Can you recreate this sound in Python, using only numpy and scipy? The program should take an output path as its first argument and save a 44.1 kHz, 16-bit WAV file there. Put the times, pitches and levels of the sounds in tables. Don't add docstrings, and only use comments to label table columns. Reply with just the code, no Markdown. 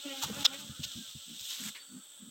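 import sys
import numpy as np
from scipy.fft import rfft, irfft, next_fast_len
from scipy.io import wavfile
from scipy.ndimage import uniform_filter1d, minimum_filter1d, map_coordinates

SR = 44100
rng = np.random.default_rng(int(sys.argv[2]) if len(sys.argv) > 2 else 0)


def generate_wav(signal):
    frames = np.transpose(np.atleast_2d(signal))
    scaled = np.clip(frames, -1, 1) * 32767
    pcm = np.round(scaled).astype(np.int16)
    wavfile.write(sys.argv[1], SR, pcm)


N = 101430


def amp(db):
    return 10 ** (np.asarray(db) / 20)


def unit(x):
    return x / np.sqrt(np.mean(x ** 2) + 1e-20)


def clock():
    return np.arange(N) / SR


def along(points, hz):
    f, v = np.transpose(points)
    return np.interp(np.log(hz + 1), np.log(f + 1), v)


def curve(rows):
    return np.interp(clock(), *np.transpose(rows))


def wobble(rate):
    knots = rng.standard_normal(4096)
    return map_coordinates(knots, [clock() * rate], mode="wrap")


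def sway(rate):
    return np.tanh(wobble(rate))


def filtered(x, response):
    padded = next_fast_len(N + SR // 2)
    spectrum = rfft(x, padded) * response(np.fft.rfftfreq(padded, 1 / SR))
    return irfft(spectrum, padded)[..., :N]


def grains(tone, spiky_db):
    slips = rng.standard_normal(N) * amp(spiky_db * wobble(1200))
    return unit(filtered(slips, lambda hz: amp(along(tone, hz))))


def band(centre_hz, width_hz):
    noise = rng.standard_normal(N)
    return unit(filtered(noise, lambda hz: 1 / (1 + (2 * (hz - centre_hz) / width_hz) ** 4) ** .5))


def swell(peak, rise, fall, steep=2):
    t = clock() - peak
    return np.exp(-.5 * np.abs(t / np.where(t < 0, rise, fall)) ** steep)


def ring(start, modes, attack):
    t = np.maximum(clock() - start, 0)
    tones = sum(amp(db - 60 * t / t60) * np.sin(2 * np.pi * hz * t) for hz, db, t60 in modes)
    return tones * (1 - np.exp(-t / attack))


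def strokes(rows):
    t, edge_s = clock(), 0.011
    return sum(amp(db) * (np.tanh((t - start) / edge_s) - np.tanh((t - end) / edge_s)) / 2
               for start, end, db in rows)


def wings(pitch_hz, tone, flicker_db, count):
    jitter, smear = .006, .13
    phase = 2 * np.pi * np.cumsum(pitch_hz * (1 + jitter * wobble(130))) / SR
    parts = []
    for k in range(1, count + 1):
        gain = amp(along(tone, k * pitch_hz.mean()) + flicker_db * sway(34.86))
        offset = 2 * np.pi * rng.random()
        parts.append(gain * np.sin(k * phase + offset + smear * k * wobble(90)))
    return parts[0], sum(parts[1:])


# (time [s], pitch [Hz])
BEE_PITCH = [(0, 279.2), (.06, 287.4), (.11, 275), (.18, 267.8), (.25, 272.5), (.33, 266.1), (.39, 288.7),
             (.43, 276.7), (.5, 263.6), (.55, 277.8), (.62, 292), (.72, 284)]
# (time [s], fundamental level [dB], overtone level [dB])
BEE_LOUDNESS = [(0, -56, -57.5), (.035, -90, -56.5), (0.057, -44, -46), (.08, -37, -43.5), (.1, -54.5, -47),
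                (.125, -51, -46.5), (.18, -51, -49), (.22, -55, -55.5), (.33, -63, -52.5),
                (.41, -47, -45.5), (.47, -58, -52), (.51, -50.5, -52.5), (.54, -57, -43), (.58, -61, -55),
                (.7, -62, -67.5), (0.852, -91, -75)]
# (frequency [Hz], level of a harmonic there [dB])
BEE_VOICE = [(550, -4), (820, -5.5), (1100, -14.5), (1400, -14), (1700, -11), (2000, -10.5), (2300, -10),
             (2700, -12), (3300, -2), (4000, -16), (5000, -40), (8000, -17)]
# (frequency [Hz], level per Hz [dB])
BEE_AIRINESS = [(150, -17), (400, -6), (900, -12), (1900, -14), (2700, -1), (3300, 2), (4300, -19),
                (7000, -32.5)]


def close_bee():
    times, hum_db, buzz_db = np.transpose(BEE_LOUDNESS)
    hum, overtones = wings(curve(BEE_PITCH), BEE_VOICE, flicker_db=8.5, count=26)
    hiss = amp(-5.5) * grains(BEE_AIRINESS, spiky_db=2.5)
    buzz = unit(overtones) + hiss
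    hum_gain = amp(np.interp(clock(), times, hum_db))
    buzz_gain = amp(np.interp(clock(), times, buzz_db))
    return hum_gain * unit(hum) + buzz_gain * buzz


# (frequency [Hz], level of a harmonic there [dB])
SWARM_VOICE = [(270, -4), (550, -3), (850, -16), (1100, -23.5), (1400, 7.5), (1700, -1), (2000, -15),
               (2700, -17), (3300, -2.5), (4500, -12)]
# (time [s], level on top of the base level [dB])
SWARM_NEARNESS = [(0, -1.5), (.35, 7.5), (.7, 2), (.85, 6), (1.15, -6.5), (1.6, -1.5), (1.9, -5.5),
                  (2.3, -10)]


def swarm(count):
    mean_hz, spread, base_db = 280.2, .07, -63.5
    bees = 0
    for _ in range(count):
        pitch_hz = mean_hz * (1 + spread * wobble(9))
        voice = sum(wings(pitch_hz, SWARM_VOICE, flicker_db=9.5, count=14))
        bees = bees + amp(13.5 * sway(13)) * voice
    return amp(base_db + curve(SWARM_NEARNESS)) * unit(bees)


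# (centre [s], half length [s], level [dB], pitch [Hz])
BUZZ_SWELLS = [(0.316, 0.025, -45, 230), (0.395, .022, -48.5, 220), (0.658, 0.06, -55.5, 200),
               (0.989, 0.024, -46, 227.5), (1.304, 0.015, -45, 210), (1.338, .02, -52.5, 230),
               (1.618, 0.015, -46.5, 237.4), (1.669, .022, -45.5, 204.4), (1.952, 0.029, -47, 235),
               (2.235, 0.018, -49.5, 226), (2.28, 0.01, -49, 224.3)]


def low_buzz():
    rough = 0.75
    out = np.zeros(N)
    for centre, half, db, hz in BUZZ_SWELLS:
        tone = 2 ** .5 * np.sin(2 * np.pi * np.cumsum(hz * (1 + 0.058 * wobble(60))) / SR)
        buzz = (1 - rough) ** .5 * tone + rough ** .5 * band(hz, width_hz=82)
        out += amp(db) * swell(centre, half, half) * buzz
    return out


# (frequency [Hz], level per Hz [dB])
FIZZ_COLOUR = [(1000, -21), (4000, -6.5), (7000, 6), (8500, 0.5), (9500, -15), (11000, -5.5), (12500, -4),
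               (14000, 0), (16000, -6)]
# (peak [s], rise [s], fall [s], body level [dB], hollow ring level [dB], fizz level [dB])
SCRAPE_EVENTS = [(0.24, 0.018, 0.011, -35.5, -43.5, -37.5), (.456, 0.0073, 0.0068, -10, -24.5, -24),
                 (.843, 0.0095, 0.0099, -35, -64, -44.5)]
# (frequency [Hz], level per Hz [dB])
SCRAPE_COLOUR = [(200, -37), (1500, -29), (2300, -17), (2900, -4.5), (3500, 1), (4300, -6), (5200, -8.5),
                 (6800, -10.5), (8500, -36), (10500, -54), (13000, -37), (16000, -40)]
# (frequency [Hz], level per Hz [dB])
HOLLOW_COLOUR = [(200, -30), (600, -14.5), (850, -4), (1050, -3.5), (1350, 0), (1800, -11.5), (3000, -32)]
# (time [s], level [dB])
CATCHES = [(.4513, -8), (0.454, -1), (.4555, 2), (0.4622, 1), (.917, -33.5), (1.3955, -33), (1.4045, -36.5),
           (1.508, -28.5), (1.6755, -34)]
# (frequency [Hz], level against the catch [dB], t60 [s])
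CASE_MODES = [(3463, -3, 0.012), (3660, 0.5, .012), (5100, -1, 0.0084), (6600, -25, 0.0046),
              (7700, -35, 0.001), (13474, -12, .003)]


def scraping():
    body = grains(SCRAPE_COLOUR, spiky_db=2.0)
    hollow = grains(HOLLOW_COLOUR, spiky_db=-0.5)
    fizz = grains(FIZZ_COLOUR, spiky_db=-3)
    scrapes = 0
    for peak, rise, fall, body_db, hollow_db, fizz_db in SCRAPE_EVENTS:
        mix = amp(body_db) * body + amp(hollow_db) * hollow + amp(fizz_db) * fizz
        scrapes = scrapes + swell(peak, rise, fall, steep=3.46) * mix
    catches = sum(amp(db) * ring(start, CASE_MODES, attack=0.00041) for start, db in CATCHES)
    return scrapes + catches


# (time [s], level [dB])
RUSTLE_LEVEL = [(0, -49), (.1, -47), (.2, -43.5), (.27, -43.5), (.31, -48.5), (.38, -49), (.43, -39),
                (.48, -50), (.6, -47.5), (.68, -50.5), (.77, -51.5), (.92, -45.5), (1, -47.5), (1.22, -51),
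                (1.38, -48.5), (1.51, -40), (1.6, -44.5), (1.72, -50.5), (1.82, -64), (2.3, -70)]
# (frequency [Hz], level per Hz [dB])
RUSTLE_COLOUR = [(100, -30), (900, -38), (2300, -18.5), (3000, -1.5), (3600, 2), (4700, -9.5), (6000, -7),
                 (8300, -11), (9200, -22), (11300, -26.5), (13000, -17), (15500, -18)]
# (start [s], end [s], level [dB])
CLOTH_RUBS = [(.29, .34, -50.5), (0.34, 0.435, -46), (0.528, 0.554, -48), (.585, .615, -47),
              (1.393, 1.48, -67.5), (1.485, 1.535, -49.5), (1.535, 1.618, -47.5), (1.619, 1.699, -42)]
# (frequency [Hz], level per Hz [dB])
RUB_COLOUR = [(100, -28), (600, -13), (900, -5.5), (1400, 2), (2400, 1.5), (3600, 6), (5000, 2), (8200, 6),
              (9500, -10.5), (11500, -7.5), (13500, -1), (16000, -11)]
# (start [s], end [s], level [dB])
LEAF_BRUSHES = [(.11, .33, -58.5), (1.39, 1.63, -50)]


def rustle():
    light_gain = amp(curve(RUSTLE_LEVEL) + 0.43 * wobble(45.6))
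    light = light_gain * grains(RUSTLE_COLOUR, spiky_db=1.5)
    rubs = strokes(CLOTH_RUBS) * amp(2.2 * wobble(80)) * grains(RUB_COLOUR, spiky_db=2.5)
    brushes = strokes(LEAF_BRUSHES) * grains(FIZZ_COLOUR, spiky_db=7.0)
    return light + rubs + brushes


# (time [s], level [dB], pitch [Hz])
HAND_BUMPS = [(0.242, -38.5, 128), (.298, -33.5, 196), (0.317, -51, 155), (.392, -45, 150),
              (.695, -32, 128.1), (0.794, -29.5, 145), (0.851, -41, 116), (0.954, -37.5, 108.5),
              (1.151, -35.5, 135), (1.41, -50, 102)]
# (ratio to its pitch, level against the bump [dB], t60 [s])
BUMP_RESONANCES = [(.65, -4.5, .11), (1, 8.5, 0.047), (1.65, -1.5, 0.069)]
# (time [s], level [dB], pitch [Hz], t60 [s])
CASE_KNOCKS = [(.2335, -23.5, 870, 0.027), (.298, -31.5, 460.3, 0.033)]
# (start [s], end [s], level [dB])
GRIP_SHIFTS = [(.235, .435, -49), (.49, .67, -58), (.67, 1.11, -71)]
# (frequency [Hz], level per Hz [dB])
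GRIP_COLOUR = [(30, -32), (70, -1.5), (130, 1), (220, 0.5), (400, -11.5), (700, -13.5), (1200, -11),
               (2500, -33)]


def handling():
    bumps = 0
    for start, db, hz in HAND_BUMPS:
        modes = [(hz * ratio, level, t60) for ratio, level, t60 in BUMP_RESONANCES]
        bumps = bumps + amp(db) * ring(start, modes, attack=0.0077)
    knocks = sum(ring(start, [(hz, db, t60)], attack=.0012) for start, db, hz, t60 in CASE_KNOCKS)
    return bumps + knocks + strokes(GRIP_SHIFTS) * grains(GRIP_COLOUR, spiky_db=3.5)


# (centre [Hz], width [Hz], level [dB], flutter depth [dB])
INSECT_BANDS = [(7910, 790, -56, 0.9), (3440, 600, -61, -3.6), (1394, 300, -79, 3)]


def insect_whine():
    return sum(amp(db + flutter_db * sway(12)) * band(hz, width)
               for hz, width, db, flutter_db in INSECT_BANDS)


# (frequency [Hz], level per Hz [dB])
SNAP_COLOUR = [(80, -35), (300, -13), (800, -17), (1080, -3), (1400, -16), (1900, 4), (2500, -2),
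               (4200, -1), (5500, -16), (8000, -21)]


def far_snap():
    start_s, level_db, t60_s, attack_s = 1.747, -40.5, 0.18, 0.0071
    t = np.maximum(clock() - start_s, 0)
    envelope = amp(level_db - 60 * t / t60_s) * (1 - np.exp(-t / attack_s))
    return envelope * grains(SNAP_COLOUR, spiky_db=-2.0)


# (time [s], level [dB])
CALL_LEVEL = [(1.77, -86), (1.805, -55.5), (1.825, -55), (1.838, -73), (1.88, -62), (1.91, -65),
              (1.99, -69), (2.15, -79), (2.3, -74)]


def thin_call():
    pitch_hz = 4510 + 35 * wobble(160)
    return amp(curve(CALL_LEVEL)) * unit(np.sin(2 * np.pi * np.cumsum(pitch_hz) / SR))


# (frequency [Hz], level per Hz [dB])
AIR_COLOUR = [(30, -23), (150, 1), (260, -4), (450, -1), (700, -5.5), (1100, -1), (2300, -5), (3700, -1),
              (4400, -4), (5000, -6), (5700, 3.5), (6800, 1), (8400, 5), (9300, -8.5), (11500, -3.5),
              (15500, 1.5)]


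def still_air():
    return amp(-60) * grains(AIR_COLOUR, spiky_db=3.0)


def scene():
    bees = close_bee() + swarm(count=7) + low_buzz()
    contact = scraping() + rustle() + handling()
    background = insect_whine() + far_snap() + thin_call() + still_air()
    mono = bees + contact + background
    return np.array([mono, mono])


def record(dry):
    bass_hz, top_hz = 55.6, 16150
    ceiling, look_s, hold_s = 0.5, 0.019, 0.0078
    thinned = filtered(dry, lambda hz: (1j * hz / (bass_hz + 1j * hz)) ** 2)
    needed = np.minimum(1, ceiling / (np.abs(thinned[0]) + 1e-9))
    held = minimum_filter1d(needed, int((look_s + hold_s) * SR))
    held = np.roll(held, int((hold_s - look_s) * SR / 2))
    gain = uniform_filter1d(held, size=64)
    return filtered(thinned * gain, lambda hz: hz < top_hz)


dry = scene()
out = record(dry)
generate_wav(out)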